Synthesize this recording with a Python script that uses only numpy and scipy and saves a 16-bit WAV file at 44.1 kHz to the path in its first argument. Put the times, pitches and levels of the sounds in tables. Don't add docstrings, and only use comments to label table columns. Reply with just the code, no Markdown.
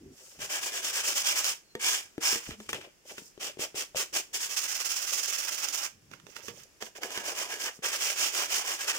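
import sys
import numpy as np
from scipy import signal
from scipy.fft import rfft, irfft, next_fast_len
from scipy.io import wavfile

SR = 44100
rng = np.random.default_rng(int(sys.argv[2]) if len(sys.argv) > 2 else 0)


def log_audio(samples):
    frames = np.atleast_2d(samples).T
    limited = np.clip(frames, -1, 1)
    pcm = np.round(limited * 32767).astype(np.int16)
    wavfile.write(sys.argv[1], SR, pcm)


N = 396018
TIME = np.arange(N) / SR
SIZE = next_fast_len(N + SR // 10, real=True)
FREQ = np.maximum(np.fft.rfftfreq(SIZE, 1 / SR), 1)
BODY_HZ, HISS_HZ = 827, 3850

# start_s [s], level_db [relative dB]
STROKE_TABLE = [(0.39, -38.5), (0.489, -31.5), (0.604, -33), (0.713, -33.5), (0.818, -31), (0.921, -29.5),
                (1.028, -28.0), (1.143, -27.5), (1.231, -27.5), (1.349, -26.5), (1.42, -28), (1.795, -27.5),
                (2.206, -27), (3.398, -36.5), (3.587, -35), (3.75, -31), (3.955, -28), (4.129, -28.5),
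                (4.333, -29.5), (4.382, -32), (4.486, -34.5), (4.56, -29), (4.608, -31), (4.676, -31),
                (4.738, -32.5), (4.785, -33.5), (4.844, -29.5), (4.882, -30), (4.953, -29.5),
                (5.004, -31.5), (5.065, -29), (5.119, -28.5), (5.165, -29.5), (5.219, -31), (5.272, -28),
                (5.315, -30), (5.372, -30.5), (5.419, -33), (5.469, -32.5), (5.503, -33), (5.571, -34),
                (5.616, -30.5), (5.663, -37.5), (5.725, -29.5), (5.77, -30), (5.802, -33.5), (7.011, -41),
                (7.087, -40), (7.233, -34.5), (7.336, -34.5), (7.477, -38.5), (7.583, -33.5),
                (7.826, -31.0), (7.914, -30), (7.976, -29.5), (8.153, -27.5), (8.309, -30), (8.477, -29),
                (8.632, -32.5), (8.783, -35), (8.869, -28), (8.92, -35.5)]
HAND_STOPS = [1.54, 2.015, 2.395, 3.507, 3.671, 3.842, 4.041, 4.215, 5.883, 7.7, 9.058]
# [dB, above]
CARD_HOLD = [(.4, -1.5, -2.5, 3, -6), (1.2, -1, -2, 0.5, 5), (2.3, -0.5, -2, 3, 5), (3.45, 1, 3, -19, 5),
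             (4.2, 0, 2.5, -6, -15), (4.45, -2.5, -9, -6, -10.5), (5.9, -2.5, -6, -0.5, -6),
             (7.1, -0.5, 4, 6.5, -5), (7.65, -1, 0.5, 12.5, -5), (8.05, 0, 0, -3, 2.5),
             (9, -1, -0.5, 8.5, -5)]
USUAL_DB, RASP_DB, RASP_RISE, BODY_DB, BODY_RISE = -30.5, -34, 0.76, -47, 0.15
TURN_SHARE = 0.052


def strokes():
    turns = np.sort([start for start, db in STROKE_TABLE] + list(HAND_STOPS))
    rows = []
    for start, hiss_db in STROKE_TABLE:
        end = turns[turns > start][0]
        hold_rasp_db, hold_body_db = curve(CARD_HOLD, (start + end) / 2)[:2]
        force_db = hiss_db - USUAL_DB
        if end not in HAND_STOPS:
            end += TURN_SHARE * (end - start)
        rasp_db = RASP_DB + RASP_RISE * force_db + hold_rasp_db
        body_db = BODY_DB + BODY_RISE * force_db + hold_body_db
        rows.append((start, end, hiss_db, rasp_db, body_db))
    return rows


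# start_s [s], end_s [s], level_db [relative dB], hiss_db [dB above level_db]
SLIDE_TABLE = [(0.11, 0.437, -61, 9), (2.405, 2.558, -48.5, 1), (2.567, 2.716, -61.5, 6),
               (2.69, 2.716, -38, -0.5), (2.712, 2.8, -43, -4.5), (2.74, 2.89, -50, -8.5),
               (3.049, 3.184, -49.5, 0), (3.168, 3.213, -49.5, 1), (3.18, 3.333, -74.5, 21),
               (6.105, 6.18, -55.5, -4), (6.27, 6.354, -57, 0.5), (6.346, 6.413, -48, 0),
               (6.417, 6.525, -47.5, 2), (6.518, 6.66, -56, 3.5), (6.808, 6.84, -41.5, -4),
               (6.83, 6.901, -50, 1.5), (6.953, 6.99, -44.5, -5.5), (7.715, 7.79, -66.5, 14.5)]
SLIDE_BODY_DB = -5.5


def slides():
    return [(start, end, db + hiss_db, db, db + SLIDE_BODY_DB) for start, end, db, hiss_db in SLIDE_TABLE]


# time_s [s], pan_db [left minus right dB]
WORK_PLACE = [(.7, 1), (1.4, -1), (2.3, -1), (2.5, -2), (2.73, 2), (3.1, 0), (3.5, -1), (4.4, 0),
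              (4.55, -5), (5.85, -6.5), (6.2, -14), (6.5, -8), (6.85, -5), (7.7, -1.5), (8.35, -4.5),
              (8.9, -1.5)]
SPEED_POWERS = (2.37, 1.89, 1.33)
OVERLAP_S = 0.0048
FASTEST = 0.41
RUN_OUT_DB, RUN_OUT_S, RUN_OUT_SHARE = -9, 0.0073, 0.064


def rub(moves):
    power = np.zeros((3, N))
    for start, end, *levels_db in moves:
        length = end - start
        marks = [start - OVERLAP_S, start + FASTEST * length, end + OVERLAP_S]
        span = slice(max(int(marks[0] * SR), 0), int(marks[2] * SR) + SR // 4)
        phase = np.interp(TIME[span], marks, [0, .5, 1])
        speed = np.abs(np.sin(np.pi * phase))
        work = speed ** np.array(SPEED_POWERS)[:, None]
        keep = np.exp(-1 / (SR * (RUN_OUT_S + RUN_OUT_SHARE * length)))
        creep = signal.lfilter([1 - keep], [1, -keep], work)
        work = work + undb(RUN_OUT_DB) ** 2 * creep
        power[:, span] += undb(levels_db)[:, None] ** 2 * work
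    hiss, rasp, body = power
    pan_db = curve(WORK_PLACE, TIME)[0]
    sides = undb([pan_db, -pan_db])
    sides = sides / sides.mean(axis=0)
    return np.sqrt([hiss * sides, rasp * sides, [body, body]])


# frequency_hz [Hz], gain_db [dB]
SCRAPE_COLOUR = [(100, -25.5), (200, -17.5), (360, -4.5), (600, -4), (900, -13.5), (1600, -9.5),
                 (3000, -3.5), (3950, -14), (5300, -1.5), (6900, -1.5), (10700, -12), (13800, -14.5),
                 (14900, -8.5), (15800, -18)]
# pitch_hz [Hz], width_hz [Hz], gain_db [dB]
BENDING_MODES = [(413, 120, -11.5), (542, 160, -14), (1206, 1050, -9.5), (1620, 130, -3.5),
                 (2340, 150, -7.5), (3320, 330, -8.5), (5200, 450, -12.5), (7840, 2300, -17.5)]


def scrape(drives, grain_rate, grain_db, catch_db, catch_rate, ridge_db, judder_db, wander_db,
           hiss_db, rasp_db, body_db, spread):
    sizes = undb(grain_db * np.minimum(rng.exponential(size=(3, N)), 4))
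    breaks = rng.random((3, N)) < grain_rate / SR
    grains = rng.uniform(-0.93, 1, (3, N)) * sizes * breaks
    apart = np.clip(spread, 0, 1) * (1 - below(1370, order=1) ** 2)
    sound = shape(grains[0], np.sqrt(1 - apart)) + shape(grains[1:], np.sqrt(apart))
    middle_db, upper_db = curve(CARD_HOLD, TIME)[2:]
    for hz, width, db in BENDING_MODES:
        free_db = 0 if hz < BODY_HZ else middle_db if hz < 2000 else upper_db
        ring_gain = undb(db + free_db + wander_db * walk(16))
        sound = sound + ring_gain * resonate(grains[0], hz, width)
    catches = catch_db * walk(catch_rate) + ridge_db * walk(45)
    flutter = [catches, catches + judder_db * walk(60), catches + 2 * judder_db * walk(70)]
    body, rasp_top, radiated = below(BODY_HZ), below(HISS_HZ), colour(SCRAPE_COLOUR)
    bands = [np.sqrt(1 - rasp_top ** 2), rasp_top * np.sqrt(1 - body ** 2), body]
    out = 0
    for band, wobble_db, db, drive in zip(bands, flutter, (hiss_db, rasp_db, body_db), drives):
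        texture = unit(shape(sound, band * radiated) * undb(wobble_db))
        out = out + undb(db) * drive * texture
    return out


# [Hz, of the thump]
LANDING_TABLE = [(.392, -51, 250), (2.18, -31, 300), (2.49, -39, 228), (3.219, -50, 216), (3.377, -44, 385),
                 (3.571, -42.5, 375), (3.593, -35, 367), (3.744, -41, 384), (3.947, -36.5, 643),
                 (3.958, -35.5, 510), (4.13, -48, 503), (7.79, -48.5, 195)]
LANDING_CLACK_DB, LANDING_TICK_DB, LANDING_PAN_DB = -15.5, -24.5, 4


def landings():
    blows = [(s, db + LANDING_TICK_DB, db, db + LANDING_CLACK_DB, hz, LANDING_PAN_DB)
             for s, db, hz in LANDING_TABLE]
    return knocks(blows, ring_db=-16.5, thump_t60=0.022, table_db=-6.5)


# start_s [s], thump_db [relative dB], clack_db [relative dB]
TAP_TABLE = [(1.752, -30.5, -37.5), (2.327, -33.5, -44), (2.357, -32.5, -37), (2.508, -41.5, -40.5),
             (2.602, -39.5, -45.5), (2.691, -37.5, -33.5), (2.730, -34.5, -28.5), (2.745, -43, -36),
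             (2.813, -51, -45), (3.181, -40, -37.5), (6.114, -48, -53), (6.136, -58, -47),
             (6.199, -77, -59), (6.267, -49.5, -51.5), (6.365, -49.5, -40), (6.483, -38.5, -40),
             (6.824, -39.5, -35.5), (7.033, -53, -29), (7.105, -53, -40), (7.175, -35, -30)]
TAP_HZ, TAP_TICK_DB = 390, -6


def taps():
    blows = [(s, clack_db + TAP_TICK_DB, thump_db, clack_db, TAP_HZ, curve(WORK_PLACE, s)[0])
             for s, thump_db, clack_db in TAP_TABLE]
    return knocks(blows, ring_db=-9.5, thump_t60=0.015, table_db=-9.5)


# start_s [s], level_db [relative dB]
SNAG_TABLE = [(1.443, -26.5), (3.968, -32), (4.502, -43), (4.57, -32), (5.686, -30), (5.728, -40),
              (6.635, -49.5), (7.105, -47), (7.841, -42)]
SNAG_CLACK_DB, SNAG_THUMP_DB = -16, -40


def snags():
    blows = [(s, db, db + SNAG_THUMP_DB, db + SNAG_CLACK_DB, TAP_HZ, curve(WORK_PLACE, s)[0])
             for s, db in SNAG_TABLE]
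    return knocks(blows, ring_db=-30, thump_t60=0.017, table_db=-13)


# [s, decay by 60 dB]
CARD_RINGING = [(223, -3, .14), (327, -11.5, 0.32), (418, -4, 0.17), (475, 2.5, 0.16), (677, -10, 0.092),
                (905, -11, 0.23), (1230, -23, 0.13), (1810, 1.5, 0.066), (2800, -11, .06), (3440, 2, 0.045)]


def knocks(blows, ring_db, thump_t60, table_db, clack_t60=0.018, tick_t60=0.021, thump_db=10, clack_db=6,
           tick_db=6, table_hz=150, table_t60=0.037):
    t = np.arange(SR // 3) / SR
    fade = lambda t60: np.exp(-np.log(1000) * t / t60)
    clack_band = signal.butter(3, [1000, 3400], "band", fs=SR, output="sos")
    tick_band = signal.butter(1, [4500, 8000], "band", fs=SR, output="sos")
    out = np.zeros((2, N))
    for s, tick, thump, clack, hz, pan_db in blows:
        noise = rng.standard_normal((2, len(t)))
        bend = np.sin(2 * np.pi * hz * t) * fade(thump_t60) * (1 - fade(0.004))
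        sound = -undb(thump + thump_db) * np.gradient(bend, t) / (2 * np.pi * hz)
        sound += undb(thump + table_db) * np.sin(2 * np.pi * table_hz * t) * fade(table_t60)
        sound += undb(clack + clack_db) * unit(signal.sosfilt(clack_band, noise[0])) * fade(clack_t60)
        sound += undb(tick + tick_db) * unit(signal.sosfilt(tick_band, noise[1])) * fade(tick_t60)
        for mode_hz, db, t60 in CARD_RINGING:
            grip, place = rng.uniform(-1.22, 1, 2)
            blow = thump if mode_hz < BODY_HZ else clack
            ring = np.cos(2 * np.pi * mode_hz * (1 + 0.059 * grip) * t) * fade(t60)
            sound += undb(blow + db + ring_db + 4 * place) * ring
        add(out, s, np.outer(undb([pan_db / 2, -pan_db / 2]), sound))
    return out


# start_s [s], end_s [s], pitch_hz [Hz], width_hz [Hz, of each filter pass], level_db [relative dB]
DRONE_TABLE = [(-.06, 0.157, 270, 50, -51), (-.06, 0.143, 377, 52, -55.5), (-.04, 0.168, 89.5, 130, -58),
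               (0.36, .5, 90, 130, -55.5), (2.462, 2.56, 75, 110, -49.5), (2.463, 2.683, 218, 22, -56.5),
               (2.677, 2.876, 377, 130, -55), (2.647, 2.85, 111, 160, -58.5),
               (5.895, 6.364, 136, 125, -61.5), (6.385, 6.65, 129, 150, -62)]


def drones():
    out = 0
    for start, end, hz, width, db in DRONE_TABLE:
        ringing = resonate(resonate(rng.standard_normal(N), hz, width), hz, width)
        out = out + undb(db + 3.2 * walk(45)) * swell(start, end) * unit(ringing)
    return out


# start_s [s], end_s [s], first_hz [Hz], last_hz [Hz], level_db [relative dB]
SQUEAK_TABLE = [(1.63, 1.75, 4330, 4200, -65)]


def squeaks():
    out = 0
    for start, end, first_hz, last_hz, db in SQUEAK_TABLE:
        hz = np.interp(TIME, [start, end], [first_hz, last_hz]) * (1 + .006 * walk(150))
        tone = np.sin(2 * np.pi * np.cumsum(hz) / SR)
        out = out + undb(db + 3 * walk(60)) * swell(start, end) * tone
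    return out


def room(x, early_db=-11, early_t60=0.033, late_db=-12, late_t60=0.24):
    t = np.arange(SR // 2) / SR
    echoes = 0
    angle = np.pi * walk(1.5)
    for share in (np.cos(angle), np.sin(angle)):
        response = 0
        for db, t60, gap_s in ((early_db, early_t60, .0005), (late_db, late_t60, .007)):
            tail = rng.standard_normal((2, len(t))) * np.exp(-np.log(1000) * t / t60) * (t > gap_s)
            response = response + undb(db) * unit(tail) / np.sqrt(len(t))
        echoes = echoes + signal.fftconvolve(x * share, response, axes=1)[:, :N]
    return x + shape(echoes, below(13000, order=1) * np.sqrt(1 - below(140, order=1) ** 2))


# frequency_hz [Hz], gain_db [dB]
AIR_COLOUR = [(15, -27), (25, -5.5), (173, -8), (274, -7.5), (378, -5.5), (895, -15), (2770, -13),
              (4040, -20), (5140, -12), (6920, -13.5), (9550, -21.5), (15500, -24.5)]
AIR_DB = -62.5


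def air():
    noise = rng.standard_normal((3, N))
    shared = np.clip(0.68 * below(900, order=1), 0, 1)
    tint = colour(AIR_COLOUR)
    sound = shape(noise[0], shared * tint) + shape(noise[1:], np.sqrt(1 - shared ** 2) * tint)
    return undb(AIR_DB + 1.0 * walk(3.02)) * unit(sound)


def undb(db):
    return 10 ** (np.asarray(db) / 20)


def unit(x):
    return x / np.sqrt(np.mean(x ** 2))


def colour(points):
    hz, db = np.transpose(points)
    return undb(np.interp(np.log(FREQ), np.log(hz), db))


def shape(x, gain):
    return irfft(rfft(x, SIZE) * gain, SIZE)[..., :N]


def below(hz, order=8):
    return 1 / np.sqrt(1 + (FREQ / hz) ** (2 * order))


def resonate(x, hz, width):
    return signal.lfilter(*signal.iirpeak(hz, hz / width, fs=SR), x)


def walk(rate):
    knots = rng.uniform(-2, 2, N // 20)
    return np.interp(TIME * rate, np.arange(len(knots)), knots)


def swell(start, end):
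    return np.sin(np.pi * np.clip((TIME - start) / (end - start), 0, 1))


def curve(table, s):
    times, *columns = np.transpose(table)
    return np.array([np.interp(s, times, column) for column in columns])


def add(track, s, sound):
    i = int(s * SR)
    track[:, i:i + sound.shape[1]] += sound[:, :N - i]


def scene():
    sanding = scrape(rub(strokes()), grain_rate=25000, grain_db=2.5, catch_db=1.5, catch_rate=220, ridge_db=.5,
                     judder_db=1.0, wander_db=5.5, hiss_db=-1.0, rasp_db=-1.0, body_db=-2.5, spread=1.0)
    handling = scrape(rub(slides()), grain_rate=8000, grain_db=3.5, catch_db=0.0, catch_rate=420, ridge_db=1.1,
                      judder_db=4.5, wander_db=1.5, hiss_db=-1.0, rasp_db=-2.0, body_db=-2.5, spread=1.0)
    impacts = landings() + taps() + snags()
    return room(sanding + handling + impacts + drones() + squeaks()) + air()


# frequency_hz [Hz], difference_db [left minus right dB]
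PORT_COLOUR = [(300, 0), (600, 4), (950, -4.5), (1650, 0), (2100, -1.2), (3800, 2), (5200, -4), (6400, -6),
               (7800, 7.5), (8700, 5.5), (11000, 1.5), (15000, -3.5)]
PORT_LAG_S, TOP_HZ = .00015, 15800


def record(dry):
    tilt = np.sqrt(colour(PORT_COLOUR))
    lag = np.exp(-2j * np.pi * FREQ * PORT_LAG_S)
    ports = np.array([tilt, lag / tilt]) / np.sqrt((tilt ** 2 + tilt ** -2) / 2)
    top_cut = signal.ellip(10, .2, 80, TOP_HZ, fs=SR, output="sos")
    return signal.sosfilt(top_cut, shape(dry, ports))


dry = scene()
out = record(dry)
log_audio(out)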